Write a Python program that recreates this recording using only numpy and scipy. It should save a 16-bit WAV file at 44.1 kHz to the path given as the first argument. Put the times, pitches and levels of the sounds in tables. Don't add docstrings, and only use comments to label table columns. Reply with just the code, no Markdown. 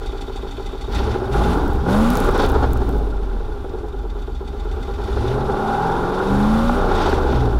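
import sys
import numpy as np
from scipy import signal
from scipy.io import wavfile
from scipy.ndimage import uniform_filter1d

SR = 44100
rng = np.random.default_rng(int(sys.argv[2]) if len(sys.argv) > 2 else 0)


def volts(x):
    e = np.asarray(x, float) / 20
    return 10 ** e


def master_out(mix):
    frames = np.transpose(np.atleast_2d(mix))
    ceiling = np.clip(frames, -1, 1)
    pcm = np.round(ceiling * 32767).astype(np.int16)
    wavfile.write(sys.argv[1], SR, pcm)


N = 334719
STEP = 64


def control_s():
    return np.arange(0, N + STEP, STEP) / SR


def fine(control):
    return np.interp(np.arange(N) / SR, control_s(), control)


def bump(s, half_s):
    return np.exp(-((control_s() - s) / half_s) ** 2)


def ramp(s, rise_s, hold_s, fall_s):
    corners_s = np.cumsum(np.abs([s + 1, rise_s, hold_s, fall_s])) - 1
    return np.interp(control_s(), corners_s, [0, 1, 1, 0])


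def evened(x):
    return x / np.sqrt(np.mean(x ** 2) + 1e-20)


def steady(x, span_s=0.15):
    size = int(span_s * SR)
    power = uniform_filter1d(uniform_filter1d(x ** 2, size), size)
    return x / np.sqrt(abs(power) + 1e-20)


def drift(hz):
    return evened(signal.sosfilt(signal.butter(2, hz, fs=SR, output="sos"), rng.standard_normal(N)))


def read(points, hz):
    f, value = np.transpose(points)
    return np.interp(np.log(hz + 1), np.log(f + 1), value)


def modes_db(modes, hz, shelf_db):
    power = sum(volts(2 * db) / (1 + (2 * (hz - f) / w) ** 2) ** 2 for f, w, db in modes)
    return 10 * np.log10(power + volts(2 * shelf_db))


def colour(x, db_at):
    size = 2 ** 14
    gain_db = np.maximum(db_at(abs(np.fft.fftfreq(size, 1 / SR))), -100)
    log_gain = np.log(volts(gain_db))
    taps = np.fft.ifft(np.exp(np.conj(signal.hilbert(log_gain)))).real[:size // 2]
    return signal.oaconvolve(x, taps)[:N]


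def coloured_noise(points):
    return colour(rng.standard_normal(N), lambda hz: read(points, hz))


def split(x, kind):
    return signal.sosfilt(signal.butter(4, 660, kind, fs=SR, output="sos"), x)


def speed(per_sample=True):
    # (time [s], cycle rate [Hz])
    crank_speed = [(0, 6.65), (.87, 6.65), (1.01, 12.5), (1.14, 14), (1.29, 14.8), (1.49, 22), (1.61, 23.5),
                   (1.85, 21.2), (1.96, 26.1), (2.15, 31.8), (2.83, 19.1), (4.3, 7.6), (4.95, 9.4),
                   (5.36, 16.5), (5.68, 19.95), (6.3, 24.3), (6.79, 31.4), (7.59, 17.9)]
    s, hz = np.transpose(crank_speed)
    slow_hz = np.exp(np.interp(control_s(), s, np.log(hz)))
    return fine(slow_hz) if per_sample else slow_hz


def crank():
    return np.cumsum(speed() * (1 + .004 * drift(hz=6))) / SR


def load():
    # (start [s], hold [s], depth [0-1])
    pedal = [
        (.88, 0.16, 0.82),
        (1.29, 0.15, 1),
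        (1.817, 0.23, 0.91),
        (4.55, 0.55, 0.28),
        (5.103, 0.34, 0.72),
        (5.79, 0.18, 0.3),
        (6.24, 0.41, 0.93),
    ]
    press_s, lift_s = 0.072, 0.061
    full_coast = 0.43
    speed_hz = speed(False)
    loss = -uniform_filter1d(np.gradient(np.log(speed_hz), control_s()), size=40)
    braking = np.clip((speed_hz - 6.6) / 7, 0, 1)
    pull = sum(depth * ramp(s, press_s, hold_s, lift_s) for s, hold_s, depth in pedal)
    return np.clip(pull, 0, 1), np.clip(loss / full_coast, 0, 1) * braking


def flow():
    # (time [s], flow [dB])
    gas_flow = [(0, -38), (.9, -38.5), (.94, -28.5), (1.3, -30.5), (1.37, -22.5), (1.58, -24.5),
                (1.75, -30.5), (1.85, -31), (1.9, -21.5), (2.63, -26), (2.7, -30.5), (3.15, -38),
                (4.4, -41.5), (5, -34.5), (5.75, -21), (6.15, -24), (7.05, -21), (7.59, -31)]
    # (level at -40 dB flow [dB], slope [dB/dB])
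    follow = [
        (-34.5, 0.6083),
        (-49, 0.7286),
        (-58.5, 0.58),
    ]
    # (start [s], rise [s], hold
    # [s], extra hiss [dB], extra spray [dB])
    jets = [(-.02, 0.0084, 0.99, 7.5, 3), (0.882, 0.13, 0.13, 6, 3), (1.305, 0.026, 0.2, 3.5, 8),
            (1.846, 0.07, 0.35, 2, 11), (2.308, 0.088, 0.059, 7.5, 7), (3.997, 0.37, .62, 3.5, .5),
            (4.982, 0.084, 0.26, 5, 3.5), (5.404, .05, 0.64, -2, 1), (6.13, 0.22, 0.4, 1, 6),
            (6.878, 0.12, .14, 7, 2.5), (7.225, 0.064, 0.12, 4.5, 0), (4.144, .03, .03, 2, 3)]
    # (time [s], extra bark [dB])
    fuel_pops = [(2.21, 1), (2.29, 4.5), (2.36, 4.5), (2.401, 8.5), (2.445, 5.5), (2.56, 6), (2.638, 8.5),
                 (2.81, 3.5), (6.8, -0.5), (7.019, 3.5), (2.89, 4), (7.35, 2), (7.46, 3.5)]
    # (time [s], half length [s], low bark [dB])
    chest = [
        (1.18, 0.12, 5),
        (2.984, 0.13, 5),
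        (3.783, 0.11, 6),
        (5.31, 0.23, 4.5),
        (5.77, 0.14, -7.5),
        (7.318, 0.23, 3.5),
    ]
    jet_fall_s, pop_s = 0.054, 0.014
    gas_db = np.interp(control_s(), *np.transpose(gas_flow))
    low, tip, spray = (db + slope * (gas_db + 40) for db, slope in follow)
    pops = sum(db * bump(s, pop_s) for s, db in fuel_pops)
    low = low + sum(db * bump(s, half_s) for s, half_s, db in chest)
    low = low - 23 * load()[0] * np.clip((speed(False) - 24.4) / 4.9, 0, 1)
    for s, rise_s, hold_s, tip_db, spray_db in jets:
        jet = ramp(s, rise_s, hold_s, jet_fall_s)
        tip = tip + tip_db * jet
        spray = spray + spray_db * jet
    return [fine(db) for db in (low + pops, gas_db + pops, tip + 0.77 * pops, spray)]


def gusts():
    # (time [s], half length [s], level [dB])
    puffs = [
        (0.993, 0.078, -22.5),
        (1.38, 0.15, -28),
        (1.633, 0.16, -19.5),
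        (2.073, 0.16, -19.5),
        (2.558, 0.35, -22.5),
        (2.937, 0.16, -28),
        (5.026, 0.41, -37),
        (6.619, 0.13, -32),
        (7.157, 0.8, -23.5),
    ]
    # (frequency [Hz], density [dB/Hz])
    buffet = [(8, -28), (20, -9.5), (45, 0), (120, -17), (300, -13), (800, -62)]
    cloud = fine(volts(-33) + sum(volts(db) * bump(s, half_s) for s, half_s, db in puffs))
    return cloud * volts(1.68 * drift(hz=21.3)) * evened(coloured_noise(buffet))


def ice():
    # (time [s], peak [dB])
    grains = [(1.6806, -25), (1.734, -26), (1.8902, -36), (2.1032, -7), (2.1351, -19), (2.155, -11.5),
              (2.172, -9.5), (2.203, -12.5), (2.2389, -29), (2.2484, -21), (2.2898, -22), (2.3132, -19),
              (2.3786, -21), (2.4274, -32), (2.4629, -20), (2.4913, -20), (2.4988, -20), (2.5197, -24),
              (2.6909, -43), (2.7332, -19), (2.7746, -19), (2.8917, -23), (2.9109, -37), (2.9637, -47),
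              (2.9822, -32), (7.0958, -28)]
    grains_per_s = np.interp(np.arange(N) / SR, [2.05, 2.15, 2.5, 2.7], [0, 300, 140, 0])
    size = volts(-35.5 + 6.3 * np.minimum(rng.exponential(1, N), 3))
    hits = size * (rng.random(N) < grains_per_s / SR) * rng.choice([-1, 1], N)
    decay = np.exp(-np.arange(60) / SR / .0003)
    for s, db in grains:
        burst = rng.standard_normal(60) * decay
        hits[round(s * SR):][:60] += volts(db + 2.5) * burst / abs(burst).max()
    return signal.sosfilt(signal.butter(2, [4300, 15600], "band", fs=SR, output="sos"), hits)


def slow_share():
    return np.clip(1.3 - speed() / 14, .35, .9)


def snow_spray():
    # (frequency [Hz], density [dB/Hz])
    spray_curve = [(2940, 2), (5000, -6), (7450, -8.5), (10500, -6.5), (15100, -24), (15900, -17),
                   (16200, -36)]
    # (frequency [Hz], density [dB/Hz])
    air_curve = [(2940, -38), (5000, -15), (7020, 10), (10200, -28), (11400, 3), (15100, 3), (16200, -15)]
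    spray_db, share = flow()[3], slow_share()
    spray = steady(volts(0.82 * drift(hz=25)) * coloured_noise(spray_curve))
    air = evened(coloured_noise(air_curve))
    return volts(spray_db + 3.44) * np.sqrt(1 - share) * spray + volts(spray_db - 9) * np.sqrt(share) * air


def clatter(turns):
    # (place in the cycle [firings], level [dB])
    valves = [(1.15, -2.5), (3.05, 2.5), (4.6, -9), (6.15, -2)]
    # (frequency [Hz], width [Hz], level [dB])
    head = [(1960, 95, -6.5), (2470, 480, -6), (3044, 130, -2.5), (3490, 260, 2.5), (3738, 61, 7),
            (4440, 530, -6), (5200, 400, -19), (5700, 500, -14), (6800, 3700, -20), (7640, 300, -19.5),
            (9650, 1100, -22), (12200, 1100, -26)]
    out = np.zeros(N)
    for place, db in valves:
        since_s = ((8 * turns - place) % 8) / (8 * speed())
        knock = 0.08 + since_s * np.exp(-since_s / 0.0058) / 0.0064
        knock = knock * volts(db + 2.2 * drift(hz=15))
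        modes = np.array(head) + 2.5 * rng.standard_normal((len(head), 1)) * [10, 0, 1]
        out += colour(knock * rng.standard_normal(N),
                      lambda hz: modes_db(modes, hz, shelf_db=-45) - 40 * (hz < 1700))
    return steady(out)


def hiss(turns):
    # (frequency [Hz], density [dB/Hz])
    tip_curve = [(880, -31.5), (1500, -10.5), (1850, -5), (2170, -7.5), (3080, -8), (3690, -6), (4420, -11),
                 (5570, -14), (6970, -25), (9000, -71), (11700, -80), (19800, -120)]
    tip_db, share = flow()[2], slow_share()
    tip = steady(volts(1.3 * drift(hz=31.4)) * coloured_noise(tip_curve))
    return volts(tip_db - 3.0) * (np.sqrt(share) * clatter(turns) + np.sqrt(1 - share) * tip)


def singing(turns):
    # (time [s], half length [s], cycle order [-], rms [dB])
    sung = [(0.395, 0.68, 40, -44.5), (2.01, 0.088, 19, -26.5), (1.934, 0.068, 24, -27),
            (5.2, 0.11, 19, -31.5), (5.415, .15, 24, -30), (5.717, 0.15, 40, -22.5), (5.9, 0.16, 43, -27),
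            (5.895, 0.11, 21, -25), (5.97, 0.27, 37, -24.5), (6.282, 0.13, 16, -28),
            (6.632, 0.11, 19, -27.5)]
    out = np.zeros(N)
    for s, half_s, order, db in sung:
        out += fine(volts(db) * bump(s, half_s)) * np.sin(2 * np.pi * round(order) * turns)
    return np.sqrt(2) * out


def throb(turns):
    # (cycle order [-], level at 15 cycles/s [dB], speed slope [dB/octave],
    # added by pull [dB], added by coasting [dB])
    main_orders = [(1, -35, 6.5, 7.5, 10), (3, -46.5, 4.5, 19.5, 23.5), (5, -35, -5, 12.5, -3.5),
                   (6, -38, 7.5, 6.5, 3), (8, -31, 3, 11.5, -14), (11, -53, 18, 19.5, -3)]
    # (frequency [Hz], gain [dB])
    boom = [(15, -2.5), (60, 4.5), (95, -7), (125, 3), (150, -8.5), (220, 4), (270, -2.5), (340, -20)]
    # (time [s], half length [s], cycle order [-], extra [dB])
    swells = [(1.71, .08, 3, -1), (5.68, 0.13, 11, 15.5), (7.42, 0.13, 6, 14), (3.1, 0.039, 6, 6),
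              (4.048, 0.18, 5, 6), (4.5, 0.28, 8, 2), (1.377, 0.1, 3, 7.5), (1.94, .07, 3, 2),
              (2.23, 0.078, 3, -5.5), (2.684, 0.23, 5, 19.5), (2.9, .07, 8, 10), (3.55, 0.15, 8, 13),
              (5.485, 0.034, 8, -10), (5.85, 0.065, 8, 8), (6.36, 0.25, 11, 2), (6.916, 0.11, 3, -8)]
    # (cycle order [-], level [dB])
    weak_orders = [(2, -16), (4, -12), (7, -7), (9, -14), (10, -14), (12, -16), (13, -9), (16, -6)]
    # (frequency [Hz], gain [dB])
    low_pipe = [(15, 4), (60, 10), (95, -1), (125, 5), (155, -31), (215, 4.5), (260, -14), (330, -78),
                (500, 6)]
    slow_hz, (pull, coast), low_db = speed(False), load(), flow()[0]
    out = np.zeros(N)
    for k, db, octave_db, pull_db, coast_db in main_orders:
        k = round(k)
        level_db = db + octave_db * np.log2(slow_hz / 15) + pull_db * pull + coast_db * coast
        level_db += read(boom, k * slow_hz)
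        level_db += sum(extra_db * bump(s, half_s) for s, half_s, order, extra_db in swells
                        if round(order) == k)
        gain = volts(fine(level_db) + 1.08 * drift(hz=2.15))
        out += gain * np.sin(2 * np.pi * (k * turns + rng.random()))
    for k, db in weak_orders:
        pipe = fine(read(low_pipe, k * slow_hz)) + 0.67 * drift(hz=2.7)
        out += volts(low_db + db + pipe - 5) * np.sin(2 * np.pi * (k * turns + rng.random()))
    return np.sqrt(2) * out


def blows(turns, spread_db):
    cylinder_db = [-3, -10, -9, -6, -11, -8, -13, 0]
    firing = (8 * turns + .35).astype(int)
    chance = rng.standard_normal(2000)[firing]
    return volts(np.array(cylinder_db)[firing % 8] + spread_db * chance)


def lope(turns):
    firing = np.floor(8 * turns + .35)
    clicks = np.diff(firing, prepend=0) * blows(turns, spread_db=2.2)
    t = np.arange(2500) / SR
    runs = rng.standard_normal((8, 2500)) * t * np.exp(-t / .005)
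    runs /= np.linalg.norm(runs, axis=1)[:, None]
    rings = np.hanning(560) * np.sin(2 * np.pi * (405 * t[:560] + rng.random((8, 1))))
    smeared, rung = np.zeros(N), np.zeros(N)
    for k in range(8):
        own = firing % 8 == k
        smeared += signal.oaconvolve(clicks ** .6 * own, runs[k])[:N]
        rung += signal.oaconvolve(clicks * own, rings[k])[:N]
    return evened(rung) + 3.5 * evened(smeared), smeared


def roar(turns):
    bank_db = [-4, -10, -9, -5, -11, -5, -9, -10]
    loud_orders = [13, 16, 19, 21, 37, 40]
    k, cycle = np.arange(12, 80), np.arange(4097) / 4096
    heights_db = np.array(bank_db)[k % 8] + 7 * np.isin(k, loud_orders)
    heights = volts(heights_db + 2 * rng.standard_normal(len(k)))
    wave = heights @ np.sin(2 * np.pi * (k[:, None] * cycle + rng.random((len(k), 1))))
    return evened(np.interp(turns % 1, cycle, wave)) * volts(0.8 * drift(hz=45))


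def pipe_db(hz):
    # (frequency [Hz], width [Hz], level [dB])
    pipe_modes = [(130, 23, 3), (214, 17, -3), (262, 61, 1), (395.5, 111, 6), (502, 42, -12),
                  (514, 305, -8), (810, 104, -2.5), (981, 360, -12), (1167, 18, -9), (1408, 230, -10)]
    cut_off = (1 + (hz / 1620) ** 24) * (1 + (110 / (hz + 1)) ** 6)
    return modes_db(pipe_modes, hz, shelf_db=-18) - 10 * np.log10(cut_off)


def bark(turns):
    turbulence = (.38, .22, .36, .26)
    base, by_pull, by_coast, idle = turbulence
    speed_hz, (pull, coast) = speed(), map(fine, load())
    ragged = np.where(speed_hz > 8.2, base + by_pull * pull + by_coast * coast, idle)
    fused = np.clip((speed_hz - 11) / 7, 0, 1)
    comb = roar(turns) * np.sqrt(70 * speed_hz / (SR / 2))
    puff_size = 2.7 + uniform_filter1d(blows(turns, spread_db=10.5), 300)
    puffs = steady(puff_size * rng.standard_normal(N))
    out = np.zeros(N)
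    for blow, db, kind in zip(lope(turns), flow(), ("low", "high")):
        clean = np.sqrt(1 - fused) * steady(blow) + np.sqrt(fused) * comb
        drive = np.sqrt(1 - ragged) * clean + np.sqrt(ragged) * puffs
        out += volts(db + 0.83) * steady(split(colour(drive, pipe_db), kind), span_s=0.12)
    return out


def scene():
    turns = crank()
    surroundings = gusts() + ice() + snow_spray()
    engine = hiss(turns) + singing(turns) + throb(turns) + bark(turns)
    return (surroundings + engine)[None]


def roll_off(x):
    return signal.sosfilt(signal.butter(12, 16480, fs=SR, output="sos"), x)


def record(dry):
    overloaded = 0.68 * np.tanh(dry / 0.85)
    edge = signal.firwin(511, 15850, window=("kaiser", 8), fs=SR)[None]
    return roll_off(signal.oaconvolve(overloaded, edge, "same"))


dry = scene()
out = record(dry)
master_out(out)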